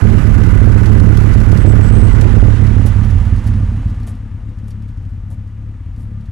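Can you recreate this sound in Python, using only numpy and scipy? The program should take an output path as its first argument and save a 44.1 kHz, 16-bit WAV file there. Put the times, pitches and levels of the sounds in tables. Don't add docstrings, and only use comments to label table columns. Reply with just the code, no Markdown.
import sys
import numpy as np
from scipy import signal
from scipy.io import wavfile
from scipy.ndimage import uniform_filter1d

SR = 44100
rng = np.random.default_rng(int(sys.argv[2]) if len(sys.argv) > 2 else 0)


def dump_mix(stems):
    frames = np.atleast_2d(stems).T
    limited = np.clip(frames, -1, 1)
    pcm = np.round(limited * 32767).astype(np.int16)
    wavfile.write(sys.argv[1], SR, pcm)


N = 278379
T = np.arange(N) / SR


def gain_of(db):
    return 10 ** (np.asarray(db) / 20)


def unit_rms(x):
    return x / np.sqrt(np.mean(x ** 2) + 1e-20)


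def curves(rows):
    times, *columns = np.transpose(rows)
    return [np.interp(T, times, column) for column in columns]


def add(mix, start_s, sound):
    part = mix[max(round(start_s * SR), 0):][:len(sound)]
    part += sound[:len(part)]


def coloured(x, spectrum, size=16384):
    hz, db = np.transpose(spectrum)
    bins = abs(np.fft.fftfreq(size, 1 / SR))
    log_gain = np.log(gain_of(np.interp(np.log(bins + 1), np.log(hz), db)))
    transfer = np.exp(np.conj(signal.hilbert(log_gain)))
    impulse_response = np.fft.ifft(transfer).real[:size // 2]
    return signal.fftconvolve(x, impulse_response)[:len(x)]


def band(x, edge_hz, kind, order=2):
    return signal.sosfilt(signal.butter(order, edge_hz, kind, fs=SR, output="sos"), x)


def ring(x, hz, width_hz):
    pole = np.exp((2j * np.pi * hz - np.pi * width_hz) / SR)
    return signal.lfilter([1], [1, -pole], x).imag


def directivity(ahead, behind, pass_s=2.37, fade_s=0.56):
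    rear_share = .5 + .5 * np.tanh((T - pass_s) / fade_s)
    return (1 - rear_share) * ahead + rear_share * behind


def radiating_modes(x, modes):
    return sum(directivity(gain_of(ahead_db), gain_of(behind_db)) * unit_rms(ring(x, hz, width_hz))
               for hz, width_hz, ahead_db, behind_db in modes)


# (time [s], speed [rpm])
IDLE_SPEED = [(0, 690.2), (0.3, 730.5), (0.6, 695.1), (1.15, 703.0), (1.6, 687.4), (2.5, 701.5),
              (3.15, 721.9), (4.1, 694.6), (4.8, 700.9), (5.3, 686.5), (5.7, 712.8), (6.3, 705.9)]


def crank(firings_per_turn=3, start_phase=.31):
    firing_hz = curves(IDLE_SPEED)[0] * firings_per_turn / 60
    return start_phase + np.cumsum(firing_hz) / SR


STUMBLE_TIMES = [.33, .49, 1.32, 1.61, 1.87, 2.1, 2.3, 2.39, 2.94, 3.23, 3.43, 3.65, 3.94, 4.28, 4.54, 4.94,
                 5.2, 5.83]


def misfires(openings, chance=.09):
    luck = rng.random(len(openings))
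    miss = np.zeros(len(openings), bool)
    miss[[np.argmin(abs(openings / SR - s)) for s in STUMBLE_TIMES]] = True
    for i in range(1, len(openings) - 1):
        miss[i] |= luck[i] < chance and not (miss[i - 1] or miss[i + 1])
    return miss


def firings(phase, strength=1.169, spread=0.22, jitter_s=0.00064, lag_s=0.00045, catch_up_firings=4.4):
    openings = np.flatnonzero(np.diff(np.floor(phase)))
    size, lateness = rng.standard_normal((len(openings), 2)).T
    miss = misfires(openings)
    lost = 0.84 * miss
    lag = signal.lfilter([0, 1], [1, -np.exp(-1 / catch_up_firings)], lost - lost.mean())
    delay = np.round((jitter_s * lateness + lag_s * lag) * SR).astype(int)
    pulses, gulps = np.zeros((2, N))
    pulses[np.clip(openings + delay, 0, N - 1)] = (strength + spread * size) * (1 - lost)
    gulp_strength, gulp_peak_s, gulp_half_width_s = 0.99, 0.004, 0.005
    gulp = np.exp(-((T[:SR // 25] - gulp_peak_s) / gulp_half_width_s) ** 2)
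    for start_s in openings[miss] / SR:
        add(gulps, start_s, gulp_strength * gulp / gulp.sum())
    return pulses, gulps


# (frequency [Hz], bandwidth [Hz], gain [dB], outlet polarity [+1 or -1])
BOOM_MODES = [(44.4, 9.65, 6.5, -1), (50.1, 45.5, 12, 1), (89.7, 7.27, 3.5, 1), (109.56, 30.4, 2, -1),
              (161.2, 40, -4, -1)]
# (frequency [Hz], bandwidth [Hz], gain ahead [dB], gain behind [dB])
BURBLE_MODES = [(140.94, 4.3, -16, -22.5), (179, 9.8, -16.5, -30), (215.7, 12.5, -16, -15.5),
                (243.6, 19, -28.5, -21), (278, 14.6, -28, -31), (316, 56, -24.5, -58),
                (427, 1100, -29, -41), (430, 41, -54, -39), (498, 6, -50, -34.5)]
# (time [s], burble gain [dB], clatter gain [dB])
ASPECT_GAINS = [(0, 1.5, -24), (1, -1.2, -25), (2.2, 1, -25.5), (3.2, -1, -29), (4.3, -0.5, -28.5),
                (5.4, -3, -31), (6.3, -0.5, -30)]


def exhaust(phase, turbulence=0.093, puff_s=0.021, steady_flow=.2):
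    pulses, gulps = firings(phase)
    boom = sum(polarity * gain_of(db) * ring(pulses - gulps, hz, width_hz)
               for hz, width_hz, db, polarity in BOOM_MODES)
    flow = steady_flow + signal.lfilter([1], [1, -np.exp(-1 / (puff_s * SR))], abs(pulses))
    gas = band(pulses + turbulence * flow * rng.standard_normal(N), 152, "highpass")
    burble = band(radiating_modes(gas, BURBLE_MODES), 428, "lowpass")
    burble_db, _ = curves(ASPECT_GAINS)
    return band(boom, 5.4, "highpass", order=1) + gain_of(burble_db) * burble


# (frequency [Hz], relative level ahead [dB], relative level behind [dB])
CLATTER_SPECTRA = [(314, -48, -47), (470, -54.5, -59), (665, -60, -57.5), (1010, -59, -58.5),
                   (1280, -58, -57), (1500, -58, -61.5), (1720, -59.5, -57.5), (1864, -61.5, -60.5),
                   (2810, -69, -67), (3250, -74.5, -70), (4640, -77.5, -76), (6250, -78.5, -77),
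                   (10740, -84.5, -83.5), (12800, -86, -98)]
# (frequency [Hz], bandwidth [Hz], gain ahead [dB], gain behind [dB])
PANEL_MODES = [(957, 110, -63, -47.5), (1208, 10, -53, -45), (1476, 27, -39.5, -49), (1996, 36, -43.5, -60),
               (2870, 210, -57, -60)]


def clatter(phase, throb=0.068, taps_per_s=400, tap_db=-9, tap_spread_db=1.5, tap_s=0.0013):
    rush = rng.standard_normal(N) * (1 + throb * np.cos(2 * np.pi * phase))
    strikes = rng.random(N) < taps_per_s / SR
    sizes = gain_of(tap_spread_db * np.minimum(rng.exponential(1, N), 3))
    tap_envelope = signal.lfilter([1], [1, -np.exp(-1 / (tap_s * SR))], strikes * sizes)
    taps = tap_envelope * rng.standard_normal(N)
    drive = band(rush + gain_of(tap_db) * unit_rms(taps), 375, "highpass")
    ahead, behind = (unit_rms(coloured(drive, np.array(CLATTER_SPECTRA)[:, [0, side]])) for side in (1, 2))
    _, clatter_db = curves(ASPECT_GAINS)
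    return gain_of(clatter_db) * directivity(ahead, behind) + radiating_modes(drive, PANEL_MODES)


def fizz(gain_db=-53, flicker_db=4, edge_hz=5500):
    hiss, swell = rng.standard_normal((2, N))
    swell = unit_rms(uniform_filter1d(uniform_filter1d(swell, size=700), size=500))
    flicker = gain_of(flicker_db * np.clip(swell, -2, 2))
    return gain_of(gain_db) * unit_rms(band(hiss, edge_hz, "highpass") * flicker)


def open_air(level_db=-66):
    noise = band(rng.standard_normal((2, N)), 150, "highpass")
    hiss = band(noise, 800, "lowpass", order=1)
    return gain_of(level_db) * np.array([unit_rms(channel) for channel in hiss])


# (time [s], relative peak level [dB])
LARGE_STONES = [(0.857, -27), (0.994, -26.5), (1.171, -25), (1.516, -29), (1.5735, -26), (2.211, -22.5),
                (3.099, -36), (3.474, -31.5), (4.706, -40)]
# (frequency [Hz], relative level [dB])
STONE_SPECTRUM = [(500, -18), (2000, -5), (3800, 2), (5500, 0), (7500, -5), (11000, -7), (14000, -10)]


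def grit(car_db, fine_per_s=12, fine_db=-27, spread_db=1.5, gain_db=-1):
    out, t = np.zeros(N), T[:SR // 25]
    crack_s, crumble_s = 0.0083, 0.015
    force = np.exp(-t / crack_s) + 0.57 * np.exp(-t / crumble_s)
    onsets = np.flatnonzero(rng.random(N) < fine_per_s / SR)
    peak_db = car_db + fine_db + spread_db * rng.standard_normal(N)
    fine_stones = [(i / SR, peak_db[i]) for i in onsets]
    for start_s, db in LARGE_STONES + fine_stones:
        crack = coloured(rng.standard_normal(len(t)) * force, STONE_SPECTRUM, size=1024)
        add(out, start_s, gain_of(db + gain_db) * crack / abs(crack).max())
    return out


# (time [s], duration [s], frequency [Hz], level [dB])
BRAKE_NOTES = [(1.57, .07, 8250, -50), (1.657, .077, 7914, -43), (1.814, .1, 7914, -46),
               (1.888, .23, 8250, -46), (2.115, .045, 7914, -50)]


def brake(waver_hz=10, flutter=0.26):
    out = np.zeros(N)
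    for start_s, length_s, hz, db in BRAKE_NOTES:
        noises = rng.standard_normal((2, round(length_s * SR)))
        drift, grip = (unit_rms(uniform_filter1d(noise, size=300)) for noise in noises)
        tone = np.sqrt(2) * np.sin(2 * np.pi * np.cumsum(hz + waver_hz * drift) / SR)
        envelope = (1 + flutter * grip) * signal.windows.tukey(len(tone), .5)
        add(out, start_s, gain_of(db) * envelope * tone)
    return out


# (time [s], half-duration [s], hiss level [dB], thud level [dB])
FOOTFALLS = [(2.852, .06, -39, -34), (3.462, .04, -44, -44), (4.063, .07, -45, -41), (4.672, .05, -55, -55),
             (5.296, .08, -55.5, -48), (5.97, .13, -60, -56)]
# (frequency [Hz], relative level [dB])
SAND_SPECTRUM = [(1000, 1), (3000, -2), (5500, -2.5), (8500, 1), (11000, 2.5), (14000, -8)]
# (frequency [Hz], relative level [dB])
SOLE_SPECTRUM = [(200, -28), (450, -3), (650, -4), (1100, -12), (2500, -28), (8000, -34)]


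def footsteps(grain_db=4):
    out = np.zeros(N)
    for start_s, half_s, hiss_db, thud_db in FOOTFALLS:
        progress = np.arange(0, 2, 1 / (half_s * SR))
        pressure = (4 * progress) ** 2 * np.exp(2 - 8 * progress)
        sand, sole, lumps = rng.standard_normal((3, len(progress)))
        grains = gain_of(grain_db * unit_rms(uniform_filter1d(lumps, size=60)))
        hiss = gain_of(hiss_db) * unit_rms(coloured(sand * grains, SAND_SPECTRUM, size=1024))
        thud = gain_of(thud_db) * unit_rms(coloured(sole, SOLE_SPECTRUM, size=2048))
        add(out, start_s, pressure * (hiss + thud))
    return out


# (time [s], car gain [dB], left minus right level [dB])
DRIVE_PAST = [(0, -7, -26.5), (2.3, -5.5, -26), (2.6, -7, -19), (2.9, -8, -14), (3.5, -11.8, -5),
              (3.8, -15, -1.4), (4.3, -24, 3.5), (6.3, -25, 2.5)]


def scene():
    phase = crank()
    car_db, pan_db = curves(DRIVE_PAST)
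    engine = gain_of(car_db) * (exhaust(phase) + clatter(phase) + fizz())
    sources = engine + footsteps() + brake() + grit(car_db)
    left_share = 1 / (1 + gain_of(-pan_db))
    return 2 * np.array([left_share, 1 - left_share]) * sources + open_air()


def record(dry, knee=20, edge_hz=12800):
    saturated = dry / (1 + abs(dry) ** knee) ** (1 / knee)
    lowpass = signal.firwin(255, edge_hz, window=("kaiser", 7), fs=SR)
    return signal.oaconvolve(saturated, lowpass[None], "same")


dry = scene()
out = record(dry)
dump_mix(out)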